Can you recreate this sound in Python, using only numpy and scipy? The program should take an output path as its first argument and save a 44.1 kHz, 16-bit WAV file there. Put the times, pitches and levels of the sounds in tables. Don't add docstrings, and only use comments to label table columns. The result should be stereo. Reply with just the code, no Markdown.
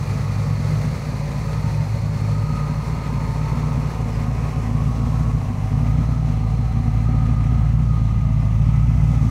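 import sys
import numpy as np
from scipy import signal
from scipy.fft import rfft, irfft
from scipy.io import wavfile
from scipy.ndimage import uniform_filter1d, map_coordinates

SR = 44100
rng = np.random.default_rng(int(sys.argv[2]) if len(sys.argv) > 2 else 0)


def wav_record(signal):
    frames = np.transpose(np.atleast_2d(signal))
    bounded = np.clip(frames, -1, 1)
    quanta = np.round(bounded * 32767).astype(np.int16)
    wavfile.write(sys.argv[1], SR, quanta)


N = 410130
TIME = np.arange(N) / SR
EDGE_HZ = 15750

# time in seconds, change of firing strength in dB, slowing at its onset in rpm per second.
STUMBLES = [(.272, -4, 619), (1.013, -7, 780), (1.876, -7, 950), (2.536, 2.5, 564), (3.02, -4, 403.7),
            (3.918, -9.5, 600), (4.517, -7, 734), (5.314, 0, 1616), (5.552, -2.5, 360), (6.182, -4, 997),
            (6.703, -1, 723), (7.162, -1.5, 662.6), (7.902, -1, 663), (8.278, -2, 663), (9.158, -2, 963)]
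# time in seconds, delay of the exhaust in ms, delay of the engine bay in ms.
BEARING = [(0, -0.58, 0.43), (4.8, -0.45, 0.39), (5.3, -0.46, 0.1), (7.7, -0.32, -0.058),
           (8.1, -0.26, -0.32), (9.3, -0.24, -0.35)]
# time in seconds, whir in dB, hiss in dB (the ticks follow the hiss).
BAY = [(0, -34.5, -47.5), (2.2, -36.5, -50.5), (4.2, -35.5, -51), (5.6, -38.5, -52.5), (7, -39.5, -55.5),
       (8.3, -39.5, -57), (9.3, -38.5, -52)]


def gain_of(db):
    return 10 ** (np.asarray(db) / 20)


def curve(rows, axis=1):
    rows = np.array(rows)
    return np.interp(TIME, rows[:, 0], rows[:, axis])


def evened(x, band=None):
    if band is None:
        return x / x.std()
    hz = np.fft.rfftfreq(N, 1 / SR)
    inside = rfft(x)[(hz >= band[0]) & (hz <= band[1])]
    return x * N / np.sqrt(2 * np.sum(abs(inside) ** 2))


def noise():
    return rng.standard_normal(N)


def swell(span_s):
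    return evened(uniform_filter1d(noise(), size=max(int(span_s * SR), 2)))


def colour(x, points, size=8192):
    f, db = np.transpose(points)
    hz = abs(np.fft.fftfreq(size, 1 / SR))
    log_gain = np.log(gain_of(np.interp(np.log(hz + 1), np.log(f), db, right=-90)))
    spectrum = np.exp(np.conj(signal.hilbert(log_gain)))
    taps = np.fft.ifft(spectrum).real[:size // 2]
    return signal.oaconvolve(x, taps)[:N]


def blow(x, points, rise_ms=6.04, lean=0.53, size=8192):
    f, db = np.transpose(points)
    hz = np.fft.rfftfreq(size, 1 / SR)
    gain = gain_of(np.interp(np.log(hz + 1), np.log(f), db, right=-90))
    phase = lean - 2 * np.pi * hz * rise_ms / 1000
    taps = irfft(1j * gain * np.exp(1j * phase))
    return signal.oaconvolve(x, np.fft.fftshift(taps), "same")


def ring(hz, width, steadiness=0.55, count=20):
    coarse = TIME[::count]
    r = np.exp(-np.pi * width * 1.5 * count / SR)
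    drive = rng.standard_normal((len(coarse), 2)) @ [1, 1j]
    wander = signal.lfilter([1], [1, -2 * r, r * r], drive)
    wander = wander / (abs(wander) + 1e-9) ** steadiness
    carrier = np.exp(2j * np.pi * np.cumsum(hz * np.ones(N)) / SR)
    return evened((np.interp(TIME, coarse, wander) * carrier).real)


def ports(x, lag_ms):
    shift = lag_ms * SR / 1000
    left = map_coordinates(x, [np.arange(N) - shift], order=3, mode="nearest")
    return np.array([left, x])


def outdoors(source, direct, shade_db=2.5, nearest_s=.002, farthest_s=.02, drift=.0006, count=6):
    x = source()
    lag_ms = curve(BEARING, axis=2)
    echoes = np.zeros((2, N))
    for port in echoes:
        for place, slide, sign in rng.random((count, 3)):
            delay = nearest_s + farthest_s * place + drift * (2 * slide - 1) * TIME
            port += np.sign(sign - .5) * x[np.round((TIME - delay) * SR).astype(int) % N]
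    diffuse = np.array([source(), source()])
    scatter = (echoes / np.sqrt(count) + 2 * diffuse) / np.sqrt(5)
    heard = np.sqrt(direct) * ports(x, lag_ms) + np.sqrt(1 - direct) * scatter
    return heard * gain_of(shade_db * lag_ms * np.array([[-1], [1]]))


def bird():
    # start in seconds, level in dB.
    chirps = [(4.1, -54), (8.37, -61)]
    chirp_s, fall_s = 0.096, 0.013
    top_hz, end_hz = 6500, 4980
    out = np.zeros(N)
    for s, db in chirps:
        since = np.clip(TIME - s, 0, chirp_s)
        hz = end_hz + (top_hz - end_hz) * np.exp(-since / fall_s)
        out += gain_of(db) * np.sin(np.pi * since / chirp_s) * ring(hz, 200)
    return out


def drone():
    # time in seconds, pitch in Hz, rms level in dB.
    run = [(0, 100.8, -26), (.7, 106, -22), (1.2, 106, -44), (1.7, 105.9, -24.5), (2.42, 105.8, -21.5)]
    stop_s, fade_db_per_s = 2.42, 160
    db = curve(run, axis=2) - fade_db_per_s * np.maximum(TIME - stop_s, 0)
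    phase = 2 * np.pi * np.cumsum(curve(run, axis=1)) / SR
    return np.sqrt(2) * gain_of(db) * np.sin(phase)


def whistles(direct=0.52):
    # pitch in Hz, width in Hz, level in dB, time of nearest approach in seconds, spread in seconds.
    beams = [(905, 19, -38, 3.46, 0.42), (904, 12, -36, 1.74, 0.16), (1104, 15, -38.5, 4.72, 0.49),
             (759, 19, -44.5, 6.3, 1.4), (564, 26, -43, 1.74, 1.17), (4315, 87, -54, 2.5, 0.86),
             (4390, 580, -52.5, 0.45, 1.7), (448.2, 49, -45, 3.56, 2.37), (2032, 46, -52.5, 8.9, 1.8),
             (4150, 270, -59, 6.4, 1.9), (1295, 23, -40, 2.6, 0.1), (1270, 24, -43, 1.55, 0.12),
             (1112, 17, -40.5, 0.3, 0.34), (1112, 17, -40.5, 3.6, 0.21), (1023, 36, -42, 3.5, 1.45),
             (1110, 28, -51.5, 9.4, 2.5), (742, 43, -43, 4.3, 0.6), (645, 42, -48.5, 5.63, 0.71),
             (652, 46, -46.5, 8.35, 0.26), (943, 41, -42.5, 2.77, 0.58), (1008, 22, -40.5, 1.33, 0.16)]

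    def tones():
        total = np.zeros(N)
        for hz, width, db, s, spread in beams:
            level = gain_of(db + 1.2 * swell(.25))
            passing = np.exp(-((TIME - s) / spread) ** 2 / 2)
            total += level * passing * ring(hz, width)
        return total

    near = ports(tones(), curve(BEARING, axis=2))
    scattered = ports(tones(), 45)
    return np.sqrt(direct) * near + np.sqrt(1 - direct) * scattered


def ticks(tick_db=-5, spread_db=4, per_s=90, ring_s=0.0022):
    # frequency in Hz, level in dB per Hz.
    tick_colour = [(800, -30), (1500, -12), (2100, 0), (2600, -3), (3200, -16), (4300, -15), (6200, -16),
                   (9000, -22), (14000, -34)]
    strength = gain_of(spread_db * np.minimum(rng.exponential(1, N), 2.2))
    hits = strength * (rng.random(N) < per_s / SR)
    burst = signal.lfilter([1], [1, -np.exp(-1 / (ring_s * SR))], hits)
    heard = np.array([evened(colour(noise() * burst, tick_colour)) for _ in range(2)])
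    return gain_of(curve(BAY, axis=2) + tick_db) * heard


def engine_bay(firings, chuff=0.077, whir_db=1.67, hiss_db=3.0, rattle_db=-7.5, flutter_db=0.92, flicker_db=1.701):
    # frequency in Hz, level in dB per Hz.
    whir_side, whir_rear = [(100, -5.5), (300, -4), (450, -1.5), (600, -2.5), (750, -4), (1000, -5),
                            (1300, -8), (1550, -13), (2050, -10), (2500, -14.5), (3100, -24.5), (4500, -19)], [(100, 5), (300, 1), (450, -0.5), (630, 2), (750, 1),
                                               (1000, -1), (1250, -4), (1550, -10), (2050, -6.5),
                                               (2500, -9.5), (3100, -15.5), (4500, -28)]
    hiss_colour, rattle_colour = [(1500, -40), (3000, 3.5), (3550, 9.5), (4150, 12.5), (5000, 12),
                                  (6200, 14.8), (7100, 9.6), (8800, 6.3)], [(400, -23), (750, 1.5), (1000, 1), (1300, -7.5),
                                                (1700, -15), (5000, -28)]
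    valve_ring = .2

    behind = np.clip((TIME - 3.5) / 2.0, 0, 1)
    valve = (2 * firings).astype(int)
    valve_size = gain_of(2.1 * rng.standard_normal(valve[-1] + 1))
    clatter = valve_size[valve] * np.exp(-(2 * firings % 1) / valve_ring)
    draw = (1 + chuff * np.cos(np.pi * firings)) * gain_of(flutter_db * swell(.05))
    air = [(EDGE_HZ, hiss_colour[-1][1] - 10)]
    flicker = gain_of(flicker_db * swell(.06))
    treble = signal.butter(2, 1700, "high", fs=SR, output="sos")

    def whir():
        flow = noise() * draw
        flow = flow + (flicker - 1) * signal.sosfiltfilt(treble, flow) / 2
        side = evened(colour(flow, whir_side))
        rear = evened(colour(flow, whir_rear))
        return evened((1 - behind) * side + behind * rear)

    def hiss():
        return evened(colour(noise() * draw, hiss_colour + air))

    rattle = np.array([evened(colour(noise() * clatter, rattle_colour)) for _ in range(2)])
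    body = gain_of(whir_db) * outdoors(whir, direct=0.33) + gain_of(rattle_db) * rattle
    intake = gain_of(hiss_db) * outdoors(hiss, direct=0.088)
    return gain_of(curve(BAY, axis=1)) * body + gain_of(curve(BAY, axis=2)) * intake


def whine(rpm, width_hz=9, line_width_hz=20):
    # time in seconds, clear central tone in dB, cluster around it in dB.
    whine_level = [(0, -50, -49), (.35, -55, -44), (1.1, -57, -47), (1.3, -54, -55), (1.55, -46.5, -48),
                   (2.15, -57, -49), (2.35, -45, -45), (2.58, -39, -49), (2.87, -52, -45), (3.05, -44, -48),
                   (3.3, -48, -50), (3.55, -50, -41), (3.9, -49, -48.5), (5.3, -54, -45.5),
                   (5.55, -56, -58), (5.9, -48, -42.5), (6.25, -54, -47), (6.95, -62, -43.5),
                   (7.14, -43.5, -41), (7.5, -44, -43), (7.72, -60, -45), (7.92, -42, -48),
                   (8.15, -49, -44.5), (8.45, -54, -46), (8.7, -55, -45), (8.85, -57, -42.5),
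                   (9.05, -57, -50), (9.16, -44, -45), (9.3, -49, -42)]
    # cycles per crank turn, relative level in dB.
    lines = [(84.6, -1.5), (86.8, 3.5), (88.6, -2.5), (90.8, 4), (92.8, -2.5)]
    whine_order = 88.6
    housing_hz, pull = 1235, 0.1995

    turns_per_s = rpm / 60
    hz = housing_hz + pull * (whine_order * turns_per_s - housing_hz)
    centre = ring(hz, width_hz, steadiness=0.67)

    def cluster():
        return evened(sum(gain_of(db) * ring(order * turns_per_s, line_width_hz) for order, db in lines))

    around = np.array([cluster(), cluster()])
    return gain_of(curve(whine_level, axis=1)) * centre + gain_of(curve(whine_level, axis=2)) * around


def crank_speed():
    idle_rpm = 852.2
    sag_s, recover_s, hunt_hz = .2, .4001, .4509
    start_low_rpm, start_swing_rpm = 60.75, 98.17

    turn = 2 * np.pi * hunt_hz * TIME
    hunting = start_swing_rpm * np.sin(turn) - start_low_rpm * np.cos(turn)
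    rpm = idle_rpm + np.exp(-TIME / recover_s) * hunting
    for s, _, slowing in STUMBLES:
        since = np.maximum(TIME - s, 0)
        sag = slowing * sag_s * (1 - np.exp(-since / sag_s))
        rpm -= sag * np.exp(-since / recover_s) * np.cos(2 * np.pi * hunt_hz * since)
    return rpm


def exhaust(firings, unsteady=0.29, bank_unsteady=0.27, jitter=0.051, gust_db=-10.5, rasp_db=-14, puff_length=0.5):
    # time in seconds, thump of both pipes in dB,
    # hollow ring of the nearer pipe in dB.
    walk = [(0, -32.5, -38.5), (1.4, -30.5, -38.5), (2.4, -30, -39.5), (3.3, -28, -33.5),
            (4.5, -25.5, -31.5), (5.5, -23, -32), (5.9, -22, -31), (6.4, -23.5, -32), (7.3, -20.5, -30.5),
            (8.1, -21, -39.5), (9.3, -19.5, -31.5)]
    # time in seconds, level in dB.
    burble_level = [(0, -24.5), (.9, -24), (1.2, -25), (1.8, -24), (2.3, -26), (3.1, -23.5), (3.7, -24.5),
                    (4.4, -26.5), (5.3, -23.5), (6.6, -25.5), (8, -23), (9.3, -23)]
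    # strength in dB, lateness in firing intervals,
    # bark in the nearer pipe in dB.
    cylinders = [(-0.1, 0.37, -3.6), (1.2, 0.36, -2.1), (0.1, 0.38, -11), (-2.4, 0.41, -18),
                 (0.7, 0.35, 2.7), (-1.2, 0.35, -14.6), (0.9, 0.37, -2.3), (0.3, 0.36, 1.7)]
    bank = [-1, 1, -1, -1, 1, -1, 1, 1]
    # frequency in Hz, level in dB.
    thump_colour, burble_colour, hollow_colour = [(15, -43), (28, -28), (42, -36), (56, 6.5), (80, -1),
                                                  (112, 6.5), (145, 1.5), (170, -16), (200, -20),
                                                  (240, -8.5), (290, -50), (380, -73), (800, -74)], [(20, -60.5), (50, -16.5), (77, -8.5),
                                                                 (100, -20.5), (130, -4), (143, 1),
                                                                 (155, 5), (170, -13.5), (190, -7.5),
                                                                 (215, -15.5), (330, -45), (800, -67)], [(80, -30.5), (170, -25.5),
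                                                                                 (205, -7), (238, 8),
                                                                                 (262, -4), (290, -10),
                                                                                 (340, -35.5), (800, -48)]
    # frequency in Hz, level in dB.
    gust_colour = [(20, -20), (45, -4), (90, -5), (125, -11), (170, 1.5), (205, -4), (250, -2.5),
                   (310, -26), (450, -50), (1500, -66)]
    # frequency in Hz, level in dB per Hz.
    rasp_colour = [(200, -14), (380, -2), (550, -4.5), (800, -5), (1500, -14), (4000, -45)]
    falter_s = 0.032
    bark_lead_s = 0.00318

    number = np.arange(int(firings[-1]))
    place = number % len(bank)
    strength_db, late, bark_db = np.array(cylinders)[place].T
    burn, imbalance, slip, bark = rng.standard_normal((len(number), 4)).T
    burn = evened(burn - 0.87 * np.roll(burn, 1))
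    at = np.minimum(np.searchsorted(firings, number + late + jitter * slip), N - 1)
    falter_db = sum(db * np.exp(-((at / SR - s) / falter_s) ** 2) for s, db, _ in STUMBLES)
    size = gain_of(strength_db + falter_db) * (1 + unsteady * burn)
    side = np.array(bank)[place] + bank_unsteady * imbalance

    thump = evened(blow(np.bincount(at, size, N), thump_colour), (40, 85))
    burble = evened(colour(np.bincount(at, size * side, N), burble_colour), (130, 200))

    near_pipe = size * side * gain_of(bark_db + 2.0 * bark)
    hollow = evened(colour(np.bincount(at, near_pipe, N), hollow_colour), (215, 300))
    cracks = np.bincount(at, abs(near_pipe), N)
    crack_tails = signal.lfilter([1], [1, -np.exp(-1 / (0.012 * SR))], cracks)
    rasp = evened(colour(noise() * crack_tails, rasp_colour))
    bark_sound = np.roll(hollow + gain_of(rasp_db) * rasp, -round(bark_lead_s * SR))

    puffs = np.exp(-((firings - late.mean()) % 1) / puff_length)
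    gusts = gain_of(gust_db) * evened(colour(noise() * puffs, gust_colour))

    sound = gain_of(curve(walk, axis=1)) * (thump + gusts)
    sound += gain_of(curve(burble_level)) * burble
    sound += gain_of(curve(walk, axis=2)) * bark_sound
    return ports(sound, curve(BEARING, axis=1))


def scene():
    rpm = crank_speed()
    firings = np.cumsum(rpm) * 4 / 60 / SR
    background = bird() + drone()
    bay = whistles() + ticks() + engine_bay(firings) + whine(rpm)
    return background + bay + exhaust(firings)


def record(dry):
    taps = signal.firwin(511, EDGE_HZ, window=("kaiser", 9), fs=SR)
    return signal.oaconvolve(dry, taps[None], "same")


dry = scene()
out = record(dry)
wav_record(out)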